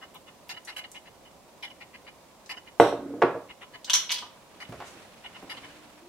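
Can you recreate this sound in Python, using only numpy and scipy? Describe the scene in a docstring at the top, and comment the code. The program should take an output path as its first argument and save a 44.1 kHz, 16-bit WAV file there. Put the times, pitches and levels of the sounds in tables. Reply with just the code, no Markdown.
"""Measuring spoons and a sauce bottle

Plastic measuring spoons on a steel ring swing, tap and clatter above a wooden board in a small kitchen.
A glass sauce bottle lands hard on the counter, cap buzzing, judders along and is knocked down again.
The spoons change hands with a sharp clatter, then the cook leans across with soft bumps and a rustle
of clothes. Quiet room tone lies underneath, and a faint low tone wavers at the end."""
import sys
import numpy as np
from scipy import signal
from scipy.fft import rfft, irfft, next_fast_len
from scipy.io import wavfile

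SR = 44100
rng = np.random.default_rng(int(sys.argv[2]) if len(sys.argv) > 2 else 0)


def wav_out(sig):
    """Save sig, one row per channel (or a flat mono array), as 16-bit PCM at SR to the path in sys.argv[1]."""
    wavfile.write(sys.argv[1], SR, np.round(np.clip(np.atleast_2d(sig).T, -1, 1) * 32767).astype(np.int16))


N = 268392
TIME = np.arange(N) / SR
TAIL = TIME[:SR // 2]   # time axis of a single hit

# room tone of the still kitchen: (frequency [Hz], level [dB])
AIR_SPECTRUM = [(15, -46), (25, -9.5), (120, -9), (145, -8.5), (217, -5), (405, -7), (463, -9.5),
                (531, -2.5), (887, -9), (962, -6), (1840, -30), (2990, -26.5), (3340, -23.5), (7110, -25),
                (16000, -32.5)]
# stereo width of diffuse noise: (frequency [Hz], side gain [dB])
DIFFUSE_WIDTH = [(60, -4.5), (400, -9.5), (1300, -5), (2400, -0.5), (15000, 0)]
# stereo width of the reflections: (frequency [Hz], side gain [dB])
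ROOM_WIDTH = [(100, -23.5), (500, -15.5), (1200, -11), (2500, -2), (6000, -0.5), (15000, 0)]
# reverb time of the kitchen: (frequency [Hz], t60 [s])
ROOM_DECAY = [(100, 0.43), (400, 0.31), (1200, 0.42), (3000, 0.36), (6000, 0.29), (14000, 0.25)]
# path of the faint low tone: (time [s], pitch [Hz], level [dB])
LOW_TONE_PATH = [(5.42, 301.6, -72), (5.5, 297.3, -55), (5.64, 276.4, -59.5), (5.76, 307, -56.5),
                 (5.98, 295, -61.5), (6.04, 347, -50.5), (6.09, 352.3, -48.5)]

# rubbing cloth: (frequency [Hz], level [dB])
CLOTH_SPECTRUM = [(60, -3.5), (200, 2), (500, 1.5), (1200, -1.5), (2500, -3.5), (6000, -14.5), (10000, -18),
                  (15000, -40)]
# a sleeve brushing past: (frequency [Hz], level [dB])
SLEEVE_SPECTRUM = [(2000, -16), (6500, 4), (11000, -7), (15000, -19)]
# the cook leans in and straightens up: (time [s], hold [s], level [dB])
COOK_LEANS = [(4.84, 0.084, -52), (5.475, 0.23, -53)]
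# the cook bumps the counter: (time [s], level [dB], centre [Hz])
COOK_BUMPS = [(4.693, -39, 188), (4.722, -39.5, 615), (4.742, -47.5, 140), (4.802, -37, 840),
              (4.951, -48.5, 300), (5.425, -41.5, 384)]

# the steel ring ticks in the handles: (time [s], level [dB], centre [Hz])
RING_TICKS = [(0.144, -56.5, 12400), (0.484, -59, 12500), (0.649, -49.5, 7000), (0.9157, -48.5, 7550),
              (2.46, -53.5, 5100), (3.8449, -39.5, 4800)]
# ring of the spoon bowls: (frequency [Hz], level [dB], t60 [s])
SPOON_BOWL_MODES = [(690, -13, .04), (813, -8, .05), (1015, -6, .055), (1300, -9, .025), (1500, -13, .035),
                    (1740, -4, .018), (2115, 0, .034), (2420, -10, .02), (4300, -12, .006)]
# the bowls' dense, fast modes: (frequency [Hz], level [dB])
BOWL_SPECTRUM = [(300, -7), (800, -4.5), (2000, 8), (3000, 1.5), (5000, -1.5), (7500, -9.5), (12000, -0.5),
                 (15000, -7)]
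# ring of the spoon handles: (frequency [Hz], level [dB], t60 [s])
SPOON_HANDLE_MODES = [(2850, -1, .02), (2985, 0, .028)]
# the hanging spoons meet softly once a swing:
# (time [s], level [dB], meetings [count], period [s], loss per swing [dB], handle boost [dB])
SPOON_SWINGS = [(0.008, -48, 3, .126, 3, -2.5), (0.938, -47.5, 2, .11, 7.5, 3.5),
                (1.243, -60, 1, .12, 0, 12), (1.797, -49, 3, 0.13, 1.1, -2.5), (2.657, -53.5, 1, .12, 0, 2),
                (3.482, -48.5, 3, .123, -0.5, -0.5), (3.864, -47, 1, .12, 0, 6),
                (5.232, -45, 2, .106, 5, 6.5), (5.622, -49.5, 2, .057, 9, 1)]
# a jerk of the hand throws the bowls together: (time [s], level [dB], brightness [Hz], rebound [dB])
SPOON_JOLTS = [(0.492, -40.5, 8000, -46.5), (0.674, -41.5, 6900, -67), (0.763, -40.5, 7900, -45.5),
               (1.625, -40.5, 6460, -52.5), (2.493, -39, 7300, -46), (4.602, -43.5, 7100, -67),
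               (5.495, -40.5, 9000, -47)]
# ring of the spoon shafts, all damped alike: (frequency [Hz], level [dB])
SPOON_SHAFT_MODES = [(680, -19), (965, -9), (1120, -13), (1590, -16), (2040, -11), (2190, -13), (2935, 2),
                     (3146, 0), (3380, -1), (3500, -1), (3700, -6), (4220, -6), (4720, -6), (8050, -12),
                     (10790, -8), (12550, -15)]
# the shafts' dense modes: (frequency [Hz], level [dB])
SHAFT_SPECTRUM = [(300, -33), (1000, -6.5), (2000, -2), (3200, 8.5), (5000, -5), (7000, -6), (9500, -9.5),
                  (12500, -7), (15500, -25)]
# high ring of a spoon's edge: (frequency [Hz], level [dB], t60 [s])
SPOON_EDGE_MODES = [(5670, -2, .12), (5722, 0, .12), (5792, -1, .1), (5950, -5, .05), (6050, -5, .06),
                    (6130, -1, .1), (6255, -3, .07), (6450, -7, .03)]
# snap of a spoon's edge: (frequency [Hz], level [dB])
EDGE_SPECTRUM = [(4000, -40), (5300, -7), (5750, 1), (6250, -1), (6900, -9), (9000, -28.5)]
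# the bunch of spoons clacks together:
# (time [s], shaft level [dB], brightness [Hz], edge level [dB], pitch of the dense modes [ratio])
SPOON_CLACKS = [(3.8979, -25.5, 8500, -34, 1.05), (3.9334, -24.5, 12900, -22, 1.13),
                (3.9507, -27, 13000, -24, 1.0), (4.0931, -33.5, 3500, -53, 1.2),
                (4.105, -32.5, 5500, -36.5, 0.79), (4.1171, -28.5, 13500, -38.5, 1.52),
                (4.137, -36.5, 7000, -60, 1.26), (4.183, -40, 7000, -62, 1.5),
                (4.2237, -43.5, 2000, -68, 0.34)]

# ring of the bottle cap: (frequency [Hz], level [dB], t60 [s])
BOTTLE_CAP_MODES = [(2650, -4, .01), (3800, 0, .008), (4250, -4, .008), (5650, 0, .009), (6600, -4, .003),
                    (8020, 0, .011), (10600, -5, .006), (13000, -11, .003)]
# ring of counter and board: (frequency [Hz], level [dB], t60 [s])
WORKTOP_MODES = [(118, -17, .16), (176, -18, .14), (275, -10, .12), (312, 3, .055), (349, -4, .14),
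                 (396, -5, .08), (480, 2, .11), (533, -8, .1), (593, -2, .17), (665, -9, .1),
                 (711, -5, .095), (806, -10, .12), (937, -10, .12), (1010, -13, .12), (1100, -15, .1),
                 (1337, -14, .1), (1620, -17, .06), (2080, -11, .04)]
# dense modes of counter and board: (frequency [Hz], level [dB])
WORKTOP_SPECTRUM = [(30, -31), (110, -12.5), (200, -10.5), (350, 3), (700, 4), (1300, -8), (2200, -7),
                    (4000, -14.5), (8000, -20.5), (15000, -13)]
# the bottle hits the counter: (time [s], level [dB], brightness [Hz])
BOTTLE_KNOCKS = [(2.7994, -5, 1250), (3.1390, -35.5, 600), (3.2190, -19, 2550), (3.2235, -12.5, 1760),
                 (3.2344, -17, 1000)]


def from_db(db):
    """Decibels to gain."""
    return 10 ** (np.asarray(db) / 20)


def unit_power(x):
    """Scale to unit power."""
    return x / np.sqrt(np.mean(x ** 2) + 1e-20)


def unit_blow(x):
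    """Give a hit the energy of 10 ms at unit power."""
    return x / np.sqrt(np.sum(x ** 2) / (SR // 100) + 1e-20)


def at_hz(points, hz):
    """Read a table on a log-frequency axis."""
    frequencies, values = np.transpose(points)
    return np.interp(np.log(np.maximum(hz, 1)), np.log(frequencies), values)


def colour(x, spectrum):
    """Minimum-phase EQ: shapes the tone with no ringing ahead of the attack."""
    size = 2 * next_fast_len(x.shape[-1])
    gain = from_db(at_hz(spectrum, np.arange(size // 2 + 1) * SR / size))
    cepstrum = irfft(np.log(gain))
    cepstrum[1:size // 2] *= 2
    cepstrum[size // 2 + 1:] = 0
    return irfft(rfft(x, size) * np.exp(rfft(cepstrum)))[..., :x.shape[-1]]


def soften(x, hz):
    """Low-pass: a softer contact lasts longer and loses its treble."""
    return signal.sosfilt(signal.butter(2, hz, fs=SR, output="sos"), x + 1e-18)


def decay(t60):
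    """Envelope that falls 60 dB in t60 seconds."""
    return 1000.0 ** (-TAIL / t60)


def swell(s, hold_s, rise_s, fall_s):
    """Attack, hold from time s, release; rise and fall are times per 20 dB."""
    attack = np.maximum(s - TIME, 0) / rise_s
    release = np.maximum(TIME - s - hold_s, 0) / fall_s
    return 10 ** -np.minimum(attack + release, 10)


def add(track, s, sound):
    """Mix a sound in at time s."""
    part = track[round(s * SR):][:len(sound)]
    part += sound[:len(part)]


def ring(modes, spread_db):
    """Struck modes; every hit lands elsewhere and weights them anew."""
    offsets_db = rng.normal(0, spread_db, len(modes))
    partials = ((-1) ** k * from_db(db + offsets_db[k]) * np.sin(2 * np.pi * hz * TAIL) * decay(t60)
                for k, (hz, db, t60) in enumerate(modes))
    return unit_blow(sum(partials))


def crack(spectrum, t60):
    """Crowded, quickly dying modes blur into a burst of coloured noise."""
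    return unit_blow(colour(rng.standard_normal(len(TAIL)) * decay(t60), spectrum))


def stereo(mid, side, width):
    """Left and right share the bass and drift apart in the treble."""
    return mid + colour(side, width) * np.array([[1], [-1]])


def hiss(spectrum):
    """Diffuse stereo noise, leaning slightly right."""
    mid, side = unit_power(colour(rng.standard_normal((2, N)), spectrum))
    return stereo(mid, side, DIFFUSE_WIDTH) * from_db([[-.9], [.7]])


def kitchen(x, near_db, room_db, pan_db=-1.5):
    """Direct sound, a spray of reflections from the worktop, and a tail that dies band by band."""
    edges, tail = np.geomspace(50, 18000, 13), 0
    white = rng.standard_normal((2, 2, len(TAIL)))
    for k, (low, high) in enumerate(zip(edges, edges[1:])):
        band = signal.sosfilt(signal.butter(2, [low, high], "band", fs=SR, output="sos"), white[k % 2])
        tail = tail + band * decay(at_hz(ROOM_DECAY, np.sqrt(low * high)))
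    tail = tail * (1 - decay(.02))   # the reverb takes a moment to build
    near = rng.standard_normal(len(TAIL)) * decay(.041)
    near = from_db(near_db) * near / np.linalg.norm(near)
    mid, side = from_db(room_db) * tail / np.linalg.norm(tail[0])
    direct = TAIL == 0
    response = stereo(direct + mid, side + near, ROOM_WIDTH)
    return signal.fftconvolve(x[None], response, axes=1)[:, :N] * from_db([[pan_db / 2], [-pan_db / 2]])


def room_tone(level_db=-56):
    """The steady air of the still kitchen."""
    return from_db(level_db) * hiss(AIR_SPECTRUM)


def low_tone(waver=.31):
    """A faint low tone glides about, unsteady in level and pitch."""
    s, hz, db = np.transpose(LOW_TONE_PATH)
    flicker, wobble = waver * unit_power(soften(rng.standard_normal((2, N)), 30))
    phase = 2 * np.pi * np.cumsum(np.interp(TIME, s, hz)) / SR
    envelope = from_db(np.interp(TIME, s, db)) * (TIME > s[0])
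    return envelope * (1 + flicker) * np.sin(phase + wobble)


def clothes(flutter_db=1.5, arms_db=-63, sleeve_db=-58):
    """Cloth rubs in small uneven folds, louder with each lean; a sleeve swishes once."""
    folds = from_db(flutter_db * unit_power(soften(rng.standard_normal(N), 39.5)))
    lean_power = sum((from_db(db) * swell(s, hold_s, rise_s=.68, fall_s=.69)) ** 2
                     for s, hold_s, db in COOK_LEANS)
    rustle = np.sqrt(from_db(arms_db) ** 2 + lean_power)
    sleeve = from_db(sleeve_db) * swell(4.87, hold_s=.04, rise_s=.03, fall_s=.09)
    return folds * (rustle * hiss(CLOTH_SPECTRUM) + sleeve * hiss(SLEEVE_SPECTRUM))


def soft_bumps(settle_s=.019, settle_loss_db=5.5):
    """The cook leans on the counter: each padded thud settles with a second, weaker contact."""
    out = np.zeros(N)
    for s, db, hz in COOK_BUMPS:
        thud = [(hz / 6, -16), (hz * .64, -4), (hz, 0), (hz * 1.66, -6), (hz * 3.05, -17), (hz * 12, -42)]
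        add(out, s, from_db(db) * crack(thud, t60=.098))
        add(out, s + settle_s, from_db(db - settle_loss_db) * crack(thud, t60=.044))
    return out


def steel_ring():
    """The ring catches in the handles: thin ticks, each about an octave wide."""
    out = np.zeros(N)
    for s, db, hz in RING_TICKS:
        tick = [(hz / 4, -35), (hz * .47, -14), (hz * .86, -1), (hz, 0), (hz * 1.63, -8), (hz * 2.1, -24)]
        add(out, s, from_db(db) * crack(tick, t60=.056))
    return out


def bowl_meetings(swing_s=.038, jolt_s=.036, rebound_s=.024):
    """The bowls meet: (time [s], length [s], level [dB], brightness [Hz], handle boost [dB])."""
    for s, db, count, period_s, loss_db, handle_db in SPOON_SWINGS:
        for k in range(count):
            yield s + k * period_s, swing_s, db - k * loss_db, 3120, handle_db
    for s, db, bright_hz, rebound_db in SPOON_JOLTS:
        yield s, jolt_s, db, bright_hz, -4
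        yield s + jolt_s, rebound_s, db - 12, 3500, 3.5   # the handles shiver on as the bowls part
        yield s + .068, rebound_s, rebound_db, 3500, 3.5   # the bowls fall back


def swinging_spoons(touches_per_s=5000):
    """Each meeting of the loose bowls is a buzz of tiny touches: soft ones swell, hard ones snap in."""
    out = np.zeros(N)
    for s, length_s, db, bright_hz, handle_db in bowl_meetings():
        span = round(length_s * SR)
        touches = rng.choice([-1, 1], len(TAIL)) * (rng.random(len(TAIL)) < touches_per_s / SR)
        hardness = np.clip(bright_hz / 3500 - 1, 0, 1)
        progress = np.arange(2 * span) / span
        attack = np.minimum(1, hardness + 2 * progress)
        release = np.minimum(1, np.exp(5 * (.8 - progress)))
        bowl = ring(SPOON_BOWL_MODES, spread_db=1) + from_db(3.5) * crack(BOWL_SPECTRUM, t60=.008)
        handle = from_db(handle_db - .5) * ring(SPOON_HANDLE_MODES, spread_db=1.5)
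        force = attack * release * touches[:2 * span]
        buzz = soften(signal.fftconvolve(force, bowl + handle), bright_hz)
        add(out, s, from_db(db) * buzz / (np.std(buzz[:span]) + 1e-12))
    return out


def clattering_spoons(shaft_t60=.04, neighbour_s=.005):
    """Hard double clacks ring the shafts; those that catch an edge add a longer, high ring."""
    out = np.zeros(N)
    shaft_modes = [(hz, db, shaft_t60) for hz, db in SPOON_SHAFT_MODES]
    for s, db, bright_hz, edge_db, pitch in SPOON_CLACKS:
        spectrum = [(hz * pitch, level) for hz, level in SHAFT_SPECTRUM]   # a smaller spoon sounds higher
        for hit_s in (s, s + neighbour_s):   # each struck spoon at once hits its neighbour
            shaft = ring(shaft_modes, spread_db=2) + from_db(1.5) * crack(spectrum, t60=.028)
            edge = ring(SPOON_EDGE_MODES, spread_db=1) + from_db(-2) * crack(EDGE_SPECTRUM, t60=.01)
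            add(out, hit_s, from_db(db) * unit_blow(soften(shaft, bright_hz)))
            add(out, hit_s, from_db(edge_db) * unit_blow(edge))
    return out


def rattling_cap(touches_per_s=1500, bright_hz=11500):
    """The bottle's first knock throws the loose cap, which buzzes on the neck and settles."""
    touches = rng.standard_normal(N) * (rng.random(N) < touches_per_s / SR)
    click = [(1000, -12), (3500, 0), (7000, -3), (11000, -8), (15000, -16)]
    cap = ring(BOTTLE_CAP_MODES, spread_db=1) + crack(click, t60=.004)
    rattle = unit_power(soften(signal.fftconvolve(touches, cap)[:N], bright_hz))
    s = BOTTLE_KNOCKS[0][0] + .002
    jolt = from_db(-35) * swell(s, hold_s=0, rise_s=.001, fall_s=.018)
    buzz = from_db(-49) * swell(s, hold_s=.078, rise_s=.001, fall_s=.038)
    return (jolt + buzz) * rattle


def sliding_bottle(start_s=2.99, length_s=.216, rise_s=.075, judder_hz=268.7, climb_hz_per_s=150):
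    """The glass foot sticks and slips unevenly over grit, juddering quicker as it gathers speed."""
    hz = judder_hz + climb_hz_per_s * np.clip(TIME - start_s, -rise_s, length_s)
    phase = 2 * np.pi * np.cumsum(hz) / SR
    grip, wobble = .65 * unit_power(soften(rng.standard_normal((2, N)), 30))
    judder = (.8 + grip) * np.sin(phase + wobble)
    grit_spectrum = [(80, -21), (250, -8.5), (520, -5), (750, -24), (1500, -28.5), (6000, -74.5)]
    grit = from_db(-7) * unit_power(colour(rng.standard_normal(N), grit_spectrum))
    push = from_db(-37) * swell(start_s, length_s, rise_s, fall_s=.029)
    return push * (judder + grit)


def foot_contacts():
    """The bottle's foot meets the counter: (time [s], level [dB], brightness [Hz])."""
    for s, db, bright_hz in BOTTLE_KNOCKS:
        yield s, db, bright_hz
        yield s + .042, db - 19, 1200   # it bounces once
        yield s + .127, db - 18.5, 560   # and rocks back with a dull bump


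def bottle_knocks():
    """Each hit drives the counter: a punch, a dense thud and a ring, duller when the contact is soft."""
    out = np.zeros(N)
    punch = from_db(-5) * unit_blow(colour(1.0 * (TAIL == 0), WORKTOP_SPECTRUM))
    for s, db, bright_hz in foot_contacts():
        modes = ring(WORKTOP_MODES, spread_db=1)
        thud = from_db(3.5) * crack(WORKTOP_SPECTRUM, t60=.035)
        add(out, s, from_db(db) * unit_blow(soften(punch + thud + modes, bright_hz)))
    return out


def scene():
    """Spoons, cap and counter get their own reverb sends, over clothes, low tone and room tone."""
    taps = kitchen(swinging_spoons(), near_db=3, room_db=-17)
    clatter = kitchen(clattering_spoons() + steel_ring(), near_db=-4, room_db=-5)
    cap = kitchen(rattling_cap(), near_db=-3, room_db=2.5)
    counter = kitchen(bottle_knocks() + sliding_bottle() + soft_bumps(), near_db=-4.5, room_db=-6.5)
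    return taps + clatter + cap + counter + clothes() + low_tone() + room_tone()


def record(dry):
    """Master chain: cut the rumble, round off the loudest peaks, trim the very top."""
    low_cut_hz, ceiling, high_cut_hz = 38, 1.2, 15750
    dry = signal.sosfilt(signal.butter(2, low_cut_hz, "high", fs=SR, output="sos"), dry)
    rounded = ceiling * np.tanh(dry / ceiling)
    return signal.sosfilt(signal.ellip(10, .1, 80, high_cut_hz, fs=SR, output="sos"), rounded)


dry = scene()
out = record(dry)
wav_out(out)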